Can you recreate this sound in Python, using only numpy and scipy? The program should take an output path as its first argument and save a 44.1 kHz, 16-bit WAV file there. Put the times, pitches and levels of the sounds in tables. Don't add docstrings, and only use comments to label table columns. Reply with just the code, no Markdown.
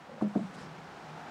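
import sys
import numpy as np
from scipy import signal
from scipy.fft import rfft, irfft
from scipy.io import wavfile

SR = 44100
rng = np.random.default_rng(int(sys.argv[2]) if len(sys.argv) > 2 else 0)


def to_wav(s):
    ch = np.atleast_2d(s).T
    pcm = np.round(np.clip(ch, -1, 1) * 32767)
    wavfile.write(sys.argv[1], SR, pcm.astype(np.int16))


N = 57330
TIME = np.arange(N) / SR


def from_db(db):
    return 10 ** (np.asarray(db) / 20)


def rms_one(x):
    return x / np.sqrt(np.mean(x ** 2) + 1e-20)


def fader(points):
    return from_db(np.interp(TIME, *np.transpose(points)))


def swell(peak_s, level_db, half_length_s):
    return from_db(level_db) * np.exp(-.5 * ((TIME - peak_s) / half_length_s) ** 2)


def dying(start_s, t60_s):
    age = np.maximum(TIME - start_s, 0)
    return (1 - np.exp(-age / 0.00064)) * from_db(-60 * age / t60_s)


def coloured(spectrum):
    hz, db = np.transpose(spectrum)
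    bins_hz = np.maximum(np.arange(N // 2 + 1) * SR / N, 1)
    gain = from_db(np.interp(np.log(bins_hz), np.log(hz), db))
    return rms_one(irfft(rfft(rng.standard_normal(N)) * gain, N))


def resonant(hz, width_hz):
    b, a = signal.iirpeak(hz, hz / width_hz, fs=SR)
    once = signal.lfilter(b, a, rng.standard_normal(2 * N))
    return rms_one(signal.lfilter(b, a, once)[N:])


def strike(modes, start_s, pitch):
    age = np.maximum(TIME - start_s, 0)
    phase_per_hz = 2 * np.pi * np.cumsum(pitch * np.diff(age, prepend=0))
    return sum((-1) ** k * from_db(db - 60 * age / t60_s) * np.sin(hz * phase_per_hz)
               for k, (hz, db, t60_s) in enumerate(modes))


def soften(x, cutoff_hz):
    return signal.sosfilt(signal.butter(2, cutoff_hz, fs=SR, output="sos"), x + 1e-18)


def microphone_hiss():
    # frequency_hz, level_db
    spectrum = [(30, 0), (16000, 0)]
    return from_db(-83) * coloured(spectrum)


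def garden_air():
    # frequency_hz, level_db
    spectrum = [(30, -16.5), (60, -6.5), (110, -7), (160, 0), (250, -0.5), (370, -1.5), (520, -2.5),
                (800, -0.5), (1400, -4.5), (2200, -10.5), (3600, -17), (5500, -22), (8000, -29.5),
                (11000, -40), (16000, -48.5)]
    # time_s, level_db
    rise = [(0, -52.5), (0.3, -50.5), (0.5, -49.5), (0.85, -49), (1.1, -48), (1.3, -47.5)]
    flicker_db = 0.53 * resonant(hz=12.6, width_hz=56)
    return fader(rise) * from_db(flicker_db) * coloured(spectrum)


def distant_whirr():
    # time_s, pitch_hz
    glide = [(0, 797.8), (1.19, 804.5), (1.25, 735), (1.3, 730)]
    # time_s, level_db
    levels = [(0, -60), (0.6, -61.5), (0.97, -54.5), (1.16, -54.5), (1.195, -45), (1.24, -50.5), (1.3, -45)]
    centre_hz = np.interp(TIME, *np.transpose(glide))
    position = np.cumsum(centre_hz / centre_hz.max())
    lower = np.interp(position, np.arange(N), resonant(centre_hz.max(), width_hz=200))
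    upper = from_db(-8.5) * resonant(hz=1500, width_hz=510)
    return fader(levels) * (lower + upper)


def tub_hum():
    # time_s, level_db
    levels = [(0, -61.5), (0.3, -56), (0.55, -55), (0.66, -51), (0.8, -50.5), (0.9, -56.5), (1.04, -54.5),
              (1.12, -50.5), (1.17, -57), (1.3, -56.5)]
    return fader(levels) * resonant(hz=159.4, width_hz=39)


def letting_go():
    # peak_s, level_db, half_length_s
    rustles = [(0.224, -62, 0.0086), (0.414, -67, 0.087), (0.549, -59.5, 0.0077), (0.612, -62.5, 0.034)]
    # frequency_hz, level_db
    rustle_spectrum = [(100, -38), (1500, 1.5), (3500, 2.5), (5500, -2.5), (7800, 0), (9800, -7.5),
                       (11500, -15), (13000, -29), (16000, -47)]
    # frequency_hz, level_db
    slide_spectrum = [(50, -16.5), (160, 6.5), (300, -1.5), (600, -8), (1500, -9), (3000, -29.5),
                      (5500, -20), (9000, -58), (16000, -58)]
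    rustle = coloured(rustle_spectrum) * sum(swell(*row) for row in rustles)
    slide = coloured(slide_spectrum) * swell(peak_s=0.61, level_db=-46.5, half_length_s=0.05)
    return rustle + slide


def plastic_scuffs():
    # pitch_hz, level_db, t60_s
    modes = [(510, -4.5, 0.08), (591, -1.5, 0.083), (817, -11.5, 0.052), (1160, -10, 0.017),
             (1400, -26, .02)]
    # start_s, level_db, pitch_ratio
    scuffs = [(0.092, -40, 0.97), (0.115, -42, 0.89), (0.137, -42.5, 0.98), (0.158, -47, 0.92),
              (0.179, -42.5, 0.98), (0.372, -34.5, 0.75), (0.378, -42.5, 1.15), (0.391, -37.5, 1.12)]
    judder = sum(from_db(db) * strike(modes, start_s, pitch) for start_s, db, pitch in scuffs)
    drumming = resonant(hz=209.4, width_hz=67) * swell(peak_s=0.14, level_db=-54, half_length_s=0.05)
    return soften(judder, cutoff_hz=2700) + drumming


def leg_touches():
    # start_s, level_db, pitch_ratio
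    touches = [(0.2118, -29, 1.01), (0.3516, -34, 1.08)]
    # pitch_hz, level_db, t60_s
    modes = [(533, 0, 0.012), (986, 0, 0.014), (1115, 0, 0.019), (1520, -12.5, 0.012)]
    # frequency_hz, level_db
    board_spectrum = [(40, -31), (80, 1), (120, -14), (180, -8), (300, 15), (450, 7), (700, -1), (1400, -7),
                      (3000, -26), (16000, -68.5)]
    # frequency_hz, level_db
    grit_spectrum = [(500, -21), (4000, -1), (7500, 4), (10500, -12), (13000, -10), (16000, -14)]
    ticks = sum(from_db(db) * strike(modes, start_s, pitch) for start_s, db, pitch in touches)
    grit = from_db(-64.5) * dying(start_s=0.28, t60_s=0.065) * coloured(grit_spectrum)
    shaking = sum(dying(start_s, t60_s=0.32) for start_s, _, _ in touches)
    rattle = from_db(-42.5) * shaking * coloured(board_spectrum)
    return soften(ticks, cutoff_hz=4100) + grit + rattle


def tub_thumps():
    # pitch_hz, level_db, t60_s
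    modes = [(97.8, -20.5, 0.22), (130.4, -20, 0.68), (161.3, -11.5, 0.24), (201.55, 0.4, 0.65),
             (285.3, 8, 0.038), (314.2, 5, 0.047), (373, -11, 0.12), (443.5, -15, 0.14), (521, -12, 0.18),
             (610.6, -12.5, 0.22), (664, -8, 0.066), (717, -5, 0.045), (830, -16.5, 0.068),
             (1500, -13.5, 0.03)]
    # start_s, level_db, contact_cutoff_hz, pitch_ratio
    blows = [(0.2177, -25, 950, 1.028), (0.2409, -37.5, 505, 1.004), (0.354, -23.5, 850, 1.01),
             (0.3693, -28, 435, 1.23), (0.3912, -31.6, 245, 1.07), (0.4348, -37.5, 200, 0.911)]
    # start_s, loss_db, pitch_loss_share
    settles = [(0.2786, 6.5, 0.004), (0.3747, 6, 0.063), (0.4333, 2, 0.095), (0.4665, 2.5, 0.011)]
    sharp_share, relax_s = 0.057, 0.011
    settling_s, damping_db_per_s = 0.0042, 55
    thumps = 0
    for start_s, db, cutoff_hz, pitch in blows:
        age = np.maximum(TIME - start_s, 0)
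        pitch = pitch * (1 + sharp_share * np.exp(-age / relax_s))
        for settle_at_s, loss_db, pitch_loss in settles:
            if settle_at_s > start_s:
                since_s = np.maximum(TIME - settle_at_s, 0)
                settled = np.clip(since_s / settling_s, 0, 1)
                pitch = pitch * (1 - pitch_loss * settled)
                db = db - loss_db * settled - damping_db_per_s * since_s
        thumps = thumps + from_db(db) * soften(strike(modes, start_s, pitch), cutoff_hz)
    return thumps


def scene():
    barrow = tub_thumps() + leg_touches() + plastic_scuffs() + letting_go()
    background = garden_air() + distant_whirr() + tub_hum() + microphone_hiss()
    return (barrow + background)[None]


def record(dry):
    bass_hz, top_hz = 55, 15800
    thin = signal.sosfilt(signal.butter(2, bass_hz, "high", fs=SR, output="sos"), dry)
    return signal.sosfilt(signal.ellip(8, .1, 80, top_hz, fs=SR, output="sos"), thin)


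dry = scene()
out = record(dry)
to_wav(out)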